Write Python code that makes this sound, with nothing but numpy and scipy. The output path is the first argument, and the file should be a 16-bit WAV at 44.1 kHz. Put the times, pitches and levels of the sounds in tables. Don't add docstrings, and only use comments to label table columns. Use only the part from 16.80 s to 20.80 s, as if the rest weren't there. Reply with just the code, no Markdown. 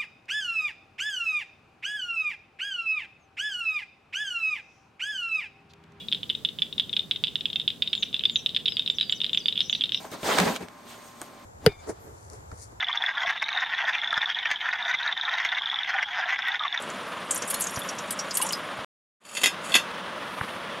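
import sys
import numpy as np
from scipy import signal
from scipy.fft import rfft, irfft
from scipy.io import wavfile

SR = 44100
rng = np.random.default_rng(int(sys.argv[2]) if len(sys.argv) > 2 else 0)


def store_pcm(level_fs):
    pcm = np.round(np.clip(level_fs, -1, 1) * 32767).astype(np.int16)
    wavfile.write(sys.argv[1], SR, np.atleast_2d(pcm).T)


N = 176400

# pitch_hz, struck_db, fade_s, rubbed_db
# Throughout, a fade time is how long a sound takes to fall by 60 dB, and levels are relative.
LID_TONES = [(2003, -5, .09, -16), (2067, -3, .1, -14), (2490, -6, .09, -4), (2670, -2, .1, -1),
             (3140, -4, .11, -7), (3340, -4, .09, -14), (3712, -5, .13, -16), (4540, -15, .11, -3),
             (5140, -14, .17, -16), (6740, -7, .08, -6), (7014, -8, .06, -1), (8027, -14, .055, -3),
             (8190, -19, .07, -6), (9500, -16, .08, -9), (10550, -14, .07, -7)]


def pour():
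    # start_s, level_db, pitch_hz, length_s
    spatters = [(0.022, -32, 7900, 0.0039), (0.101, -34, 6640, 0.0042), (0.509, -12.5, 8150, 0.004),
                (0.512, -27, 7240, 0.025), (0.546, -22, 10400, 0.008), (0.558, -26.5, 7000, 0.014),
                (0.576, -22, 9200, 0.0044), (0.621, -21, 6150, 0.0047), (0.676, -29.5, 8970, 0.028),
                (0.701, -19, 10500, 0.012), (0.741, -17.5, 10000, 0.0033), (0.8, -23, 11200, .006),
                (0.808, -15.5, 10700, 0.0042), (0.819, -19.5, 7400, 0.0078), (0.84, -24.5, 6840, 0.0078),
                (0.869, -21.5, 6480, 0.0036), (0.959, -28.5, 5800, 0.0069), (0.99, -29, 10600, 0.01),
                (1.088, -27.5, 5790, 0.011), (1.185, -29, 6270, 0.0063), (1.307, -20, 9900, 0.0052),
                (1.32, -28, 8800, 0.013), (1.390, -27.5, 6000, 0.015), (1.509, -26, 5060, 0.0081),
                (1.541, -27, 8400, 0.0087), (1.551, -20, 8080, 0.0094), (1.571, -14.5, 10100, 0.0076),
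                (1.623, -14, 9530, 0.0055), (1.665, -25, 7240, 0.0047), (1.69, -22.5, 6600, 0.0039),
                (1.732, -18, 5020, 0.0016)]
    # start_s, level_db
    slaps = [(0.708, -24), (0.743, -20), (0.809, -23), (0.824, -30), (1.306, -24.5), (1.57, -16.5),
             (1.615, -20.5), (1.724, -21)]
    # pitch_hz, level_db
    treble = [(11600, 0), (12800, -8), (15000, -11), (16000, -22)]
    water = trickle()
    for start_s, db, hz, length_s in spatters:
        add(water, start_s, amp(db) * spatter(hz, length_s))
    for start_s, db in slaps:
        add(water, start_s, amp(db) * slap())
    t = clock(.25)
    walls = clicks(len(t), per_s=2000, spread_db=0.5) * decay(t, fade_s=0.054) * (t > .0012)
    echo = signal.fftconvolve(water, walls / np.linalg.norm(walls))[:N]
    return amp(-4.5) * colour(water + amp(-1.5) * echo, treble)


def spatter(hz, length_s):
    t = clock(.1)
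    drops = unit(clicks(len(t), per_s=3000, spread_db=2.0)) * np.exp(-(t / length_s) ** 2)
    spray = unit(band(drops, hz, octaves=.25)) + amp(-13) * unit(band(drops, hz=5480, octaves=1.0))
    spray = unit(spray) * np.sqrt(length_s / t[-1] / 2)
    ping = decay(t, fade_s=.04 * 8000 / hz) * np.sin(2 * np.pi * hz * t)
    ping_db = -6 - 6 * np.log2(hz / 8000)
    return spray + amp(ping_db) * ping


def slap():
    t, length_s = clock(.02), 0.0054
    cracks = clicks(len(t), per_s=3000, spread_db=1)
    return unit(band(cracks, hz=7400, octaves=1.65)) * np.exp(-(t / length_s) ** 2)


def trickle():
    # time_s, level_db
    loudness = [(0, -52), (.46, -55.5), (.56, -44.5), (.85, -38.5), (1.15, -48), (1.45, -50.5),
                (1.65, -33.5), (1.8, -54), (2.05, -62)]
    out, t = np.zeros(N), clock(.005)
    middle_hz, octaves, ring_cycles = 7600, 0.62, 12
    pitches = middle_hz * 2 ** (octaves * rng.uniform(-1, 1, size=16))
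    births = clicks(N, per_s=1100, spread_db=4.5)
    which_pitch = rng.integers(0, len(pitches), N)
    for k, hz in enumerate(pitches):
        ping = np.exp(-hz * t / ring_cycles) * np.sin(2 * np.pi * hz * t)
        out += signal.oaconvolve(births * (which_pitch == k), ping)[:N]
    return level(loudness) * unit(out)


def bubbles():
    # start_s, pitch_hz, level_db, fade_s
    large_bubbles = [(0.745, 4180, -33, 0.12), (1.018, 3440, -27, 0.048), (1.391, 5590, -25, 0.1),
                     (1.602, 1004, -18.5, 0.04), (1.617, 2830, -25.5, 0.1), (1.628, 830, -27.5, 0.071),
                     (1.650, 866, -25.5, 0.092), (1.708, 3000, -17, 0.0099)]
    out, t = np.zeros(N), clock(.15)
    attack_s, rise_hz_per_s = 0.00029, 5500
    for start_s, hz, db, fade_s in large_bubbles:
        cycles = hz * t + rise_hz_per_s * t ** 2 / 2
        loudness = amp(db) * (1 - np.exp(-t / attack_s)) * decay(t, fade_s)
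        add(out, start_s, loudness * np.sin(2 * np.pi * cycles))
    return out


def lid():
    # start_s, level_db
    skips = [(2.451, -32.5), (2.489, -35), (2.55, -26.5), (2.571, -21), (2.615, -27), (2.841, -42.5),
             (2.893, -40)]
    # start_s, lid_db, pot_db, clatter_db
    clinks = [(2.568, -25, -26, -38), (2.634, -18, -38, -16.5), (2.639, -14, -42, -17.5),
              (2.658, -17.5, -19.5, -18), (2.670, -17.5, -25, -26), (2.92, -49, -31, -39),
              (2.941, -21, -17, -27), (2.952, -18, -17.5, -16.5), (2.961, -26, -17, -26),
              (2.971, -30, -26, -38)]
    # pitch_hz, level_db, fade_s
    pot_tones = [(1618, -11, .17), (1945, -13, .16), (2614, -2, .18), (2708, -7, .12), (2782, -8, .12),
                 (3235, -7, .09), (3437, 1, .09), (3485, -2, .09), (3582, -4, .14), (4392, -4, .11),
                 (6239, -23, .29), (11300, -14, .08)]
    t = clock(.4)
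    out = scrape(t, points=4)
    for start_s, db in skips:
        add(out, start_s, amp(db) * rub(t))
    for start_s, lid_db, pot_db, clatter_db in clinks:
        tones = amp(lid_db) * ring(LID_TONES, t) + amp(pot_db) * ring(pot_tones, t)
        add(out, start_s, tones + amp(clatter_db) * clatter(t))
    return out


def scrape(t, points):
    # time_s, level_db
    loudness = [(2.40, -45.5), (2.50, -35.5), (2.60, -33.5), (2.68, -40), (2.77, -80), (2.85, -43),
                (2.94, -44), (3.0, -70)]
    slips = clicks(N, per_s=200, spread_db=0)
    which_point = rng.integers(0, points, N)
    rings = sum(signal.oaconvolve(slips * (which_point == k), rub(t))[:N] for k in range(points))
    bright = signal.lfilter(*signal.butter(1, 6600, "high", fs=SR), rings)
    return level(loudness) * unit(bright)


def rub(t):
    tones = [(hz, rubbed_db, fade_s) for hz, _, fade_s, rubbed_db in LID_TONES]
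    return ring(tones, t, detune=.008) + amp(-2.5) * clatter(t)


def ring(tones, t, detune=.002):
    out, contact_s = np.zeros(len(t)), .0003
    for hz, db, fade_s, *_ in tones:
        pitch_hz = hz * (1 + detune * rng.standard_normal())
        out += amp(db) * decay(t, fade_s) * np.sin(2 * np.pi * (pitch_hz * t + rng.random()))
    return out * (1 - np.exp(-t / contact_s))


def clatter(t):
    # pitch_hz, level_db
    tone_colour = [(60, -47), (250, 6), (700, 0), (1400, 4.5), (3500, 5.5), (3950, -2), (4400, 2.5),
                   (6100, -1), (6900, 5.5), (7500, -3.5), (9500, -1), (11600, -1), (12800, -15),
                   (16000, -24)]
    bounces = unit(1 + 10 * abs(band(noise(len(t)), hz=500, octaves=0.79)))
    loudness = bounces * decay(t, fade_s=0.046) + amp(-6) * decay(t, fade_s=0.16)
    return unit(colour(noise(len(t)), tone_colour)) * loudness


def bumps():
    # start_s, knock_db, thump_db, pitch_hz (the knock starts above this and falls past it)
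    hits = [(0.9723, -25, -25.5, 1500), (1.988, -29.5, -34, 850), (3.611, -18, -24, 1780)]
    out, t = np.zeros(N), clock(.08)
    knock_s, fall_s, thump_hz, thump_s = 0.0014, 0.00397, 117, 0.0021
    for start_s, knock_db, thump_db, hz in hits:
        cycles = 1.31 * hz * fall_s * (1 - np.exp(-t / fall_s))
        knock = t / knock_s * np.exp(1 - t / knock_s) * np.sin(2 * np.pi * cycles)
        thump = t / thump_s * np.exp(1 - t / thump_s) * np.sin(2 * np.pi * thump_hz * t)
        add(out, start_s, amp(knock_db) * knock + amp(thump_db) * thump)
    return out


def hiss():
    peak_s, width_s = 3.62, 0.19
    swell = np.exp(-((np.arange(N) / SR - peak_s) / width_s) ** 2)
    return amp(-55.5) * swell * unit(band(noise(N), hz=9900, octaves=0.26))


def fan():
    # pitch_hz, level_db
    tone_colour = [(20, -28.5), (55, -14.5), (100, -7), (135, -7.5), (172, 1.5), (290, -2), (420, -3),
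                   (590, 4), (760, -2.5), (1100, 3.5), (1650, -1), (2300, -5.5), (3400, -6.5),
                   (4200, -14.5), (6000, -21.5), (7900, -29), (9600, -23.5), (12500, -37.5), (16000, -38)]
    flutter_db = 1.12 * unit(band(noise(N), hz=6.5, octaves=2.15))
    air = amp(-35.5 + flutter_db) * unit(colour(noise(N), tone_colour))
    hum = amp(-56.5) * unit(band(noise(N), hz=190.9, octaves=0.033))
    return air + hum


def amp(db):
    return 10 ** (np.asarray(db) / 20)


def unit(x):
    return x / np.sqrt(np.mean(x ** 2) + 1e-20)


def clock(length_s):
    return np.arange(int(length_s * SR)) / SR


def level(points):
    times, db = np.transpose(points)
    return amp(np.interp(np.arange(N) / SR, times, db, left=-200, right=-200))


def colour(x, points):
    hz, db = np.transpose(points)
    pitches = np.fft.rfftfreq(len(x), 1 / SR)
    gain = amp(np.interp(np.log(pitches + 1), np.log(hz), db))
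    return irfft(rfft(x) * gain, len(x))


def band(x, hz, octaves):
    edges = np.minimum([hz / 2 ** octaves, hz * 2 ** octaves], [SR / 3, SR / 2 - 1])
    return signal.sosfilt(signal.butter(2, edges, "band", fs=SR, output="sos"), x)


def decay(t, fade_s):
    return np.exp(-np.log(1000) * t / fade_s)


def noise(size):
    return rng.standard_normal(size)


def clicks(size, per_s, spread_db):
    strength = amp(spread_db * np.minimum(rng.exponential(1, size), 4))
    return strength * rng.choice([-1, 1], size) * (rng.random(size) < per_s / SR)


def add(mix, start_s, sound):
    part = mix[round(start_s * SR):][:len(sound)]
    part += sound[:len(part)]


def scene():
    # pitch_hz, level_db
    width = [(60, -32.5), (2500, -59.5), (4400, -38.5), (7500, -10.5), (15000, -21)]
    middle = fan() + pour() + bubbles() + lid() + bumps() + hiss()
    side = colour(fan() + amp(3.5) * pour() + lid(), width)
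    return np.array([middle + side, middle - side])


def record(dry):
    stop_s, return_s, fade_in_s = 2.047, 2.401, 0.42
    lowest_hz, highest_hz = 67, 15850
    t = np.arange(N) / SR
    volume = (t < stop_s) + np.clip((t - return_s) / fade_in_s, 0, 1)
    thinned = signal.lfilter(*signal.butter(2, lowest_hz, "high", fs=SR), dry)
    treble_cut = signal.firwin(511, highest_hz, window=("kaiser", 9), fs=SR)
    return signal.oaconvolve(thinned * volume, treble_cut[None], "same")


dry = scene()
out = record(dry)
store_pcm(out)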